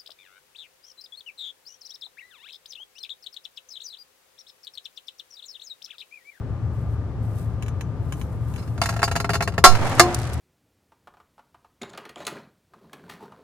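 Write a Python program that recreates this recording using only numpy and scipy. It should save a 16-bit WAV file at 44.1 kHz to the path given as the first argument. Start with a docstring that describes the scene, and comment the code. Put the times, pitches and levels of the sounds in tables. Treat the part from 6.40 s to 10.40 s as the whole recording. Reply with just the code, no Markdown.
"""Snapping a glass ampoule

Fingers bend the neck of an ampoule, very close to a stereo microphone in a rumbling room.
Skin rubs and ticks on the glass; the scored neck crackles under stress, then snaps with an
overloading crack. The broken rims scrape, and the loose tip knocks once on the open, hollow body.
Each blow is a sum of damped modes and a burst of noise; friction is noise of flickering level."""
import sys
import numpy as np
from scipy.fft import rfft, irfft, next_fast_len
from scipy.io import wavfile
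from scipy.ndimage import map_coordinates

SR = 44100
rng = np.random.default_rng(int(sys.argv[2]) if len(sys.argv) > 2 else 0)


def dump(signal):
    """Clip the signal to [-1, 1] and save it as 16-bit WAV at the path in sys.argv[1]."""
    limited = np.clip(np.atleast_2d(signal).T, -1, 1)
    pcm = np.round(limited * 32767).astype(np.int16)
    wavfile.write(sys.argv[1], SR, pcm)


N = 176400
AGE = np.arange(SR // 2) / SR  # seconds since a blow


def amp(db):
    """Amplitude ratio: tenfold for every 20 decibels."""
    return 10 ** (np.asarray(db) / 20)


def unit(x):
    """Normalisation to an rms of 1."""
    return x / np.sqrt(np.mean(x ** 2) + 1e-20)


def along(points, hz):
    """Interpolation of (frequency_hz, value) points on a logarithmic frequency axis."""
    knots_hz, values = np.transpose(points)
    return np.interp(np.log(hz + 1), np.log(knots_hz + 1), values)


def curves(rows):
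    """Linear interpolation in time: one envelope for each column after the first."""
    time_s, *columns = np.transpose(rows)
    return [np.interp(np.arange(N) / SR, time_s, column) for column in columns]


def wobble(rate_hz):
    """Smooth random modulation: a spline through evenly spaced Gaussian values."""
    knots = rng.standard_normal(int(N * rate_hz / SR) + 4)
    return map_coordinates(knots, [np.arange(N) * rate_hz / SR])


def decay(t, t60_s):
    """Exponential damping: a fall of 60 dB in t60_s."""
    return np.exp(-np.log(1000) * t / t60_s)


def noise(colour, size=N):
    """Partial coherence: mid and side noise mix to a coloured stereo pair, near mono in the bass."""
    # likeness of left and right: frequency_hz, correlation
    coherence = [(30, .3), (80, .92), (1300, .92), (1800, .4), (2300, -.1), (3500, 0), (15000, 0)]
    hz = np.fft.rfftfreq(size, 1 / SR)
    angle = np.arccos(np.clip(along(coherence, hz), -1, 1)) / 2
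    spectrum = rfft(rng.standard_normal((2, size))) * amp(along(colour, hz))
    mid, side = irfft(spectrum * [np.cos(angle), np.sin(angle)], size)
    return unit(np.array([mid + side, mid - side]))


def friction(colour, flicker_db, rate_hz):
    """Amplitude modulation: rubbing is heard as noise whose level flickers at random."""
    return unit(noise(colour) * amp(flicker_db * wobble(rate_hz)))


def burst(colour, t60_s):
    """A broadband transient: coloured noise in exponential decay."""
    size = round(.2 * SR)
    out = np.zeros((2, len(AGE)))
    out[:, :size] = noise(colour, size) * decay(AGE[:size], t60_s)
    return out


def ring(modes, scatter_db, t60_scale=1):
    """Free vibration: a sum of damped modes, the higher ones more out of step at the two capsules."""
    # phase between the capsules: frequency_hz, phase_rad
    skew = [(300, .25), (1400, .3), (1800, .9), (2300, 1.7), (12000, 1.6)]
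    out = np.zeros((2, len(AGE)))
    for k, (hz, db, t60_s) in enumerate(modes):
        t = AGE[:int(1.3 * t60_s * t60_scale * SR)]
        phase = rng.uniform(0, 2 * np.pi) + (-1) ** k * along(skew, hz) * np.array([[.5], [-.5]])
        wave = np.sin(2 * np.pi * hz * t + phase)
        strength = amp(db + scatter_db * rng.standard_normal())
        out[:, :len(t)] += strength * decay(t, t60_s * t60_scale) * wave
    return out


def add(track, start_s, sound):
    """Superposition: a sound joins the track at start_s."""
    part = track[:, round(start_s * SR):][:, :sound.shape[1]]
    part += sound[:, :part.shape[1]]


def room():
    """Background noise: a rumble with a phase-modulated hum and faint whine, stronger on the left."""
    # rumble spectrum: frequency_hz, level_db
    rumble_colour = [(10, -18), (25, -19), (45, -17), (66, -1), (95, 0), (120, -1), (143, -9), (170, -9),
                     (200, -18), (260, -16), (320, -22), (420, -23), (700, -29), (1200, -34), (2100, -44.5),
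                     (3500, -52.5), (6000, -57.5), (12000, -68), (16000, -78)]
    # hum and whine: pitch_hz, level_db
    tones = [(113, -34), (1199, -58)]
    t = np.arange(N) / SR
    hum = sum(amp(db) * np.sqrt(2) * np.sin(2 * np.pi * hz * t + .7 * wobble(8)) for hz, db in tones)
    rumble = amp(-28) * noise(rumble_colour)
    return (rumble + hum) * amp([[1.9], [-1.9]])


def fingers():
    """Stick-slip friction: skin hisses over the glass and lets go in small ticks."""
    # envelope of the rubbing: time_s, level_db
    rubbing = [(0, -90), (.3, -85), (.33, -64), (.42, -64), (.46, -72), (.54, -64), (.59, -85), (.8, -80),
               (.83, -61), (.92, -61), (1.0, -51), (1.09, -66), (1.2, -76), (1.59, -76), (1.63, -63),
               (1.72, -61), (1.8, -50), (1.89, -64), (1.94, -61), (2.0, -67), (2.1, -54), (2.36, -61),
               (2.51, -52), (2.6, -62), (3.2, -75)]
    # spectra of the rubbing and of a tick: frequency_hz, level_db
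    skin_colour = [(1000, -20), (2500, -4), (6000, -5), (8500, 0), (11000, -1), (15500, -5)]
    tick_colour = [(500, -10), (1100, 2), (2800, -1), (4500, -12), (11000, -12), (16000, -20)]
    # releases of the skin: start_s, level_db
    ticks = [(1.2244, -30), (1.232, -35), (1.262, -38), (1.2822, -32), (1.4099, -28), (1.7235, -26),
             (1.736, -37), (1.814, -31), (2.139, -38), (2.161, -32)]
    # modes excited by a tick: pitch_hz, level_db, t60_s
    tick_modes = [(1050, -3, .05), (1700, -1, .03), (2310, -1, .035), (2620, -2, .035), (3010, -2, .04),
                  (4010, -9, .05), (5190, -10, .05), (6150, -7, .11), (6760, -6, .06), (8250, -12, .06),
                  (8770, -13, .06), (10900, -10, .06)]
    skin_db, = curves(rubbing)
    out = amp(skin_db) * friction(skin_colour, flicker_db=2.5, rate_hz=300)
    for start_s, db in ticks:
        tick = amp(-10) * ring(tick_modes, scatter_db=2) + amp(-7) * burst(tick_colour, t60_s=.04)
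        add(out, start_s, amp(db) * tick)
    return out


def wall_modes(count):
    """Normal modes of the glass wall: the strong ones, and weaker ones spread unevenly in the treble."""
    # strong modes: pitch_hz, level_db, t60_s
    strong = [(2290, -6, .13), (2825, -4, .16), (3590, -8, .14), (3970, -2, .15), (4305, -3.5, .19),
              (4510, -5, .1), (4735, 2, .12), (5272, -2, .17), (5762, -2, .13), (6140, -11, .13),
              (6577, -4, .17), (6940, -7, .15), (7140, 0, .13), (8128, -4, .14), (8310, -11, .14),
              (9290, -12, .14), (9560, -14, .16), (10320, -15, .16), (10645, -15, .17), (11270, -15, .15)]
    low_hz, high_hz, tilt_db_per_octave = 3300, 14200, -4
    pitches = low_hz + (high_hz - low_hz) * (np.arange(count) + rng.uniform(size=count)) / count
    return strong + [(hz, -12 + tilt_db_per_octave * np.log2(hz / low_hz), .15) for hz in pitches]


def crackles(glass):
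    """Transient excitation: each jolt rings the gripped ampoule and its wall, and crushes splinters."""
    # crackles of the neck and, last, a dull bump leading into the tip's knock:
    # start_s, level_db, thud_db, glass_db, treble_db, rise_s
    jolts = [(2.177, -31, 0, 7, 0, .004), (2.19, -31, 0, 7, 0, .004), (2.225, -36, 0, 8, 0, .002),
             (2.275, -38, 0, 8, 0, .002), (2.3777, -30, -6, 3, 0, .0007), (2.416, -8, -14, 2, 1, .0003),
             (2.435, -17, -10, 7, 5, .001), (2.4575, -15, -12, 6, 5, .0005), (2.489, -13, -10, 4, 0, .002),
             (2.505, -24, 0, 0, 0, .001), (2.525, -26, 6, 1, 0, .001), (2.538, -25, 6, 0, 0, .001),
             (2.563, -19, 4, 1, 0, .002), (2.591, -20, 4, -1, -3, .002), (2.618, -18, 4, -2, -2, .001),
             (2.6295, -6, -6, 0, -1, .0003), (2.638, -14, 0, 10, 6, .002), (2.677, -15, 1, -1, -2, .002),
             (2.7125, -14, 4, 4, 0, .002), (2.754, -15, 2, 1, 2, .001), (2.761, -11, 1, 3, 2, .001),
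             (2.8005, -14, 5, 4, 2, .001), (2.844, -14, 5, -5, -4, .001), (2.8925, -12, 4, -5, -4, .0005),
             (2.902, -16, 4, 5, 0, .001), (2.933, -14, 0, 8, 5, .002), (2.941, -15, -4, 8, 4, .002),
             (2.953, -12, 3, 0, -5, .001), (3.006, -10, 2, -7, -7, .001), (3.022, -14, -2, 7, 7, .002),
             (3.0755, -12, 5, -2, -2, .0005), (3.12, -31, 0, 0, 0, .002), (3.138, -29, 0, 0, 0, .001),
             (3.1795, -11, 7, -3, -3, .0007), (3.3505, -13, -6, -2, -2, .0005),
             (3.583, -16, 10, -4, 0, .002)]
    # modes of the gripped ampoule, and its low ones against the hand: pitch_hz, level_db, t60_s
    gripped_modes = [(684, 0, .08), (822, -4, .07), (935, -5, .06), (1092, -4, .06), (1355, 0, .06),
                     (1630, -5, .05), (1840, -3, .045), (2120, -7, .05), (2610, -6, .05), (2840, -10, .06)]
    thud_modes = [(168, -6, .12), (255, -14, .09), (410, -7, .08), (520, -13, .06)]
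    # spectra of the crunch and the splinters: frequency_hz, level_db
    crunch_colour = [(150, -24), (450, -13), (700, 0), (1800, -1), (3200, -13), (6000, -22), (14000, -38)]
    splinter_colour = [(1500, -20), (4500, 0), (7000, -1), (10000, -3), (13700, -8), (15000, -28)]
    out = np.zeros((2, N))
    flicker = unit(amp(3 * wobble(600)))
    for start_s, db, thud_db, glass_db, treble_db, rise_s in jolts:
        body = ring(gripped_modes, scatter_db=2) + amp(thud_db) * ring(thud_modes, scatter_db=1.5)
        crunch = amp(-9) * burst(crunch_colour, t60_s=.055)
        wall = amp(glass_db - 25) * ring(glass, scatter_db=3.5, t60_scale=.6)  # damped by the grip
        grain = np.roll(flicker, -round(start_s * SR))[:len(AGE)]
        splinters = amp(treble_db - 20.5) * burst(splinter_colour, t60_s=.07) * grain
        attack = 1 - np.exp(-AGE / rise_s)
        add(out, start_s, amp(db) * (amp(-10.5) * body + crunch + wall + splinters) * attack)
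    return out


def snap_and_knock(glass):
    """Impulse excitation: the fracture, then the tip's knock, ring the hollow body and the wall."""
    # the two blows: start_s, body_db, glass_db, t60_scale, burst_db, burst_t60_s
    snap = (3.2404, 2.5, -11, 1.15, 2, .1)
    knock = (3.596, -3, -13, .7, 0, .055)
    # hollow modes as the neck parts, and once the body is open: pitch_hz, level_db, t60_s
    parting_modes = [(382, -14, .16), (690, -6, .14), (736, -5, .19), (1005, -8, .1), (1088, 3, .12),
                     (1351, 0, .15), (1690, -5, .07), (2075, -9, .07)]
    open_modes = [(351, -8, .42), (480, -6, .04), (690, -1, .08), (722, -12, .45), (830, -5, .06),
                  (1053, -14, .25), (1200, 3, .06), (1646, -6, .06), (1778, -7, .07), (2098, -7, .08)]
    # spectrum of a blow: frequency_hz, level_db
    blow_colour = [(60, -14), (400, -8), (700, 0), (1100, 1), (1800, -1), (2800, -13), (5000, -8),
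                   (8000, -12), (12000, -22), (16000, -36)]
    out = np.zeros((2, N))
    for blow, hollow_modes in [(snap, parting_modes), (knock, open_modes)]:
        start_s, body_db, glass_db, t60_scale, burst_db, burst_t60_s = blow
        body = amp(body_db) * ring(hollow_modes, scatter_db=.5)
        wall = amp(glass_db) * ring(glass, scatter_db=1.5, t60_scale=t60_scale)
        add(out, start_s, body + wall + amp(burst_db) * burst(blow_colour, burst_t60_s))
    add(out, 3.253, amp(-7) * burst(blow_colour, t60_s=.07))  # the fracture tears on round the neck
    return out


def broken_edges():
    """Sliding friction: the parted rims scrape on each other, gritty, and shed small chips."""
    # envelopes of the rubbing rims: time_s, scrape_db, grit_db
    rubbing = [(3.235, -80, -90), (3.26, -27, -42), (3.35, -29, -42), (3.42, -28, -47), (3.48, -26, -40),
               (3.53, -27, -44), (3.56, -29, -41), (3.62, -25, -48), (3.72, -29, -48), (3.79, -34, -46),
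               (3.87, -37, -45), (4, -40, -54)]
    # spectra of the dull scrape, the grit and a chip: frequency_hz, level_db
    scrape_colour = [(40, -12), (150, -3), (260, -1), (371, -7), (701, -3), (1200, -8), (2100, -12),
                     (3400, -22), (8100, -30), (12900, -43), (15000, -60)]
    grit_colour = [(1500, -12), (2600, 2), (4300, 4), (8000, 0), (11000, -4), (13500, -15), (15500, -30)]
    chip_colour = [(2000, -15), (4000, -3), (8000, 0), (11000, -1), (15500, -14)]
    # chips leaving the rim: start_s, level_db
    chips = [(3.469, -33), (3.496, -32), (3.551, -34), (3.7455, -17), (3.789, -33), (3.8165, -37),
             (3.9335, -32), (3.94, -35)]
    scrape_db, grit_db = curves(rubbing)
    out = amp(scrape_db) * friction(scrape_colour, flicker_db=1.4, rate_hz=150)
    out += amp(grit_db) * friction(grit_colour, flicker_db=4.5, rate_hz=450)
    for start_s, db in chips:
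        add(out, start_s, amp(db) * burst(chip_colour, t60_s=.025))
    return out


def capsule_swing():
    """Overload recovery: after the crack the right capsule settles in a slow damped oscillation."""
    start_s, swing_hz = 3.268, 4.2
    t = np.maximum(np.arange(N) / SR - start_s, 0)
    swing = amp(-2) * decay(t, t60_s=.6) * np.sin(2 * np.pi * swing_hz * t)
    return swing * np.array([[0], [1]])


def scene():
    """Superposition of all sources; crackles, snap and knock share one set of wall modes."""
    glass = wall_modes(count=36)
    ampoule = fingers() + crackles(glass) + snap_and_knock(glass) + broken_edges()
    return room() + ampoule + capsule_swing()


def record(dry):
    """Saturation and band limiting: the recorder clips hard, then a steep low-pass cuts the top."""
    cutoff_hz = 15500
    size = next_fast_len(N + SR // 2)
    clipped = np.clip(dry, -1, 1)
    low_pass = 1 / (1 + (np.fft.rfftfreq(size, 1 / SR) / cutoff_hz) ** 60)
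    return irfft(rfft(clipped, size) * low_pass, size)[:, :N]


dry = scene()
out = record(dry)
dump(out)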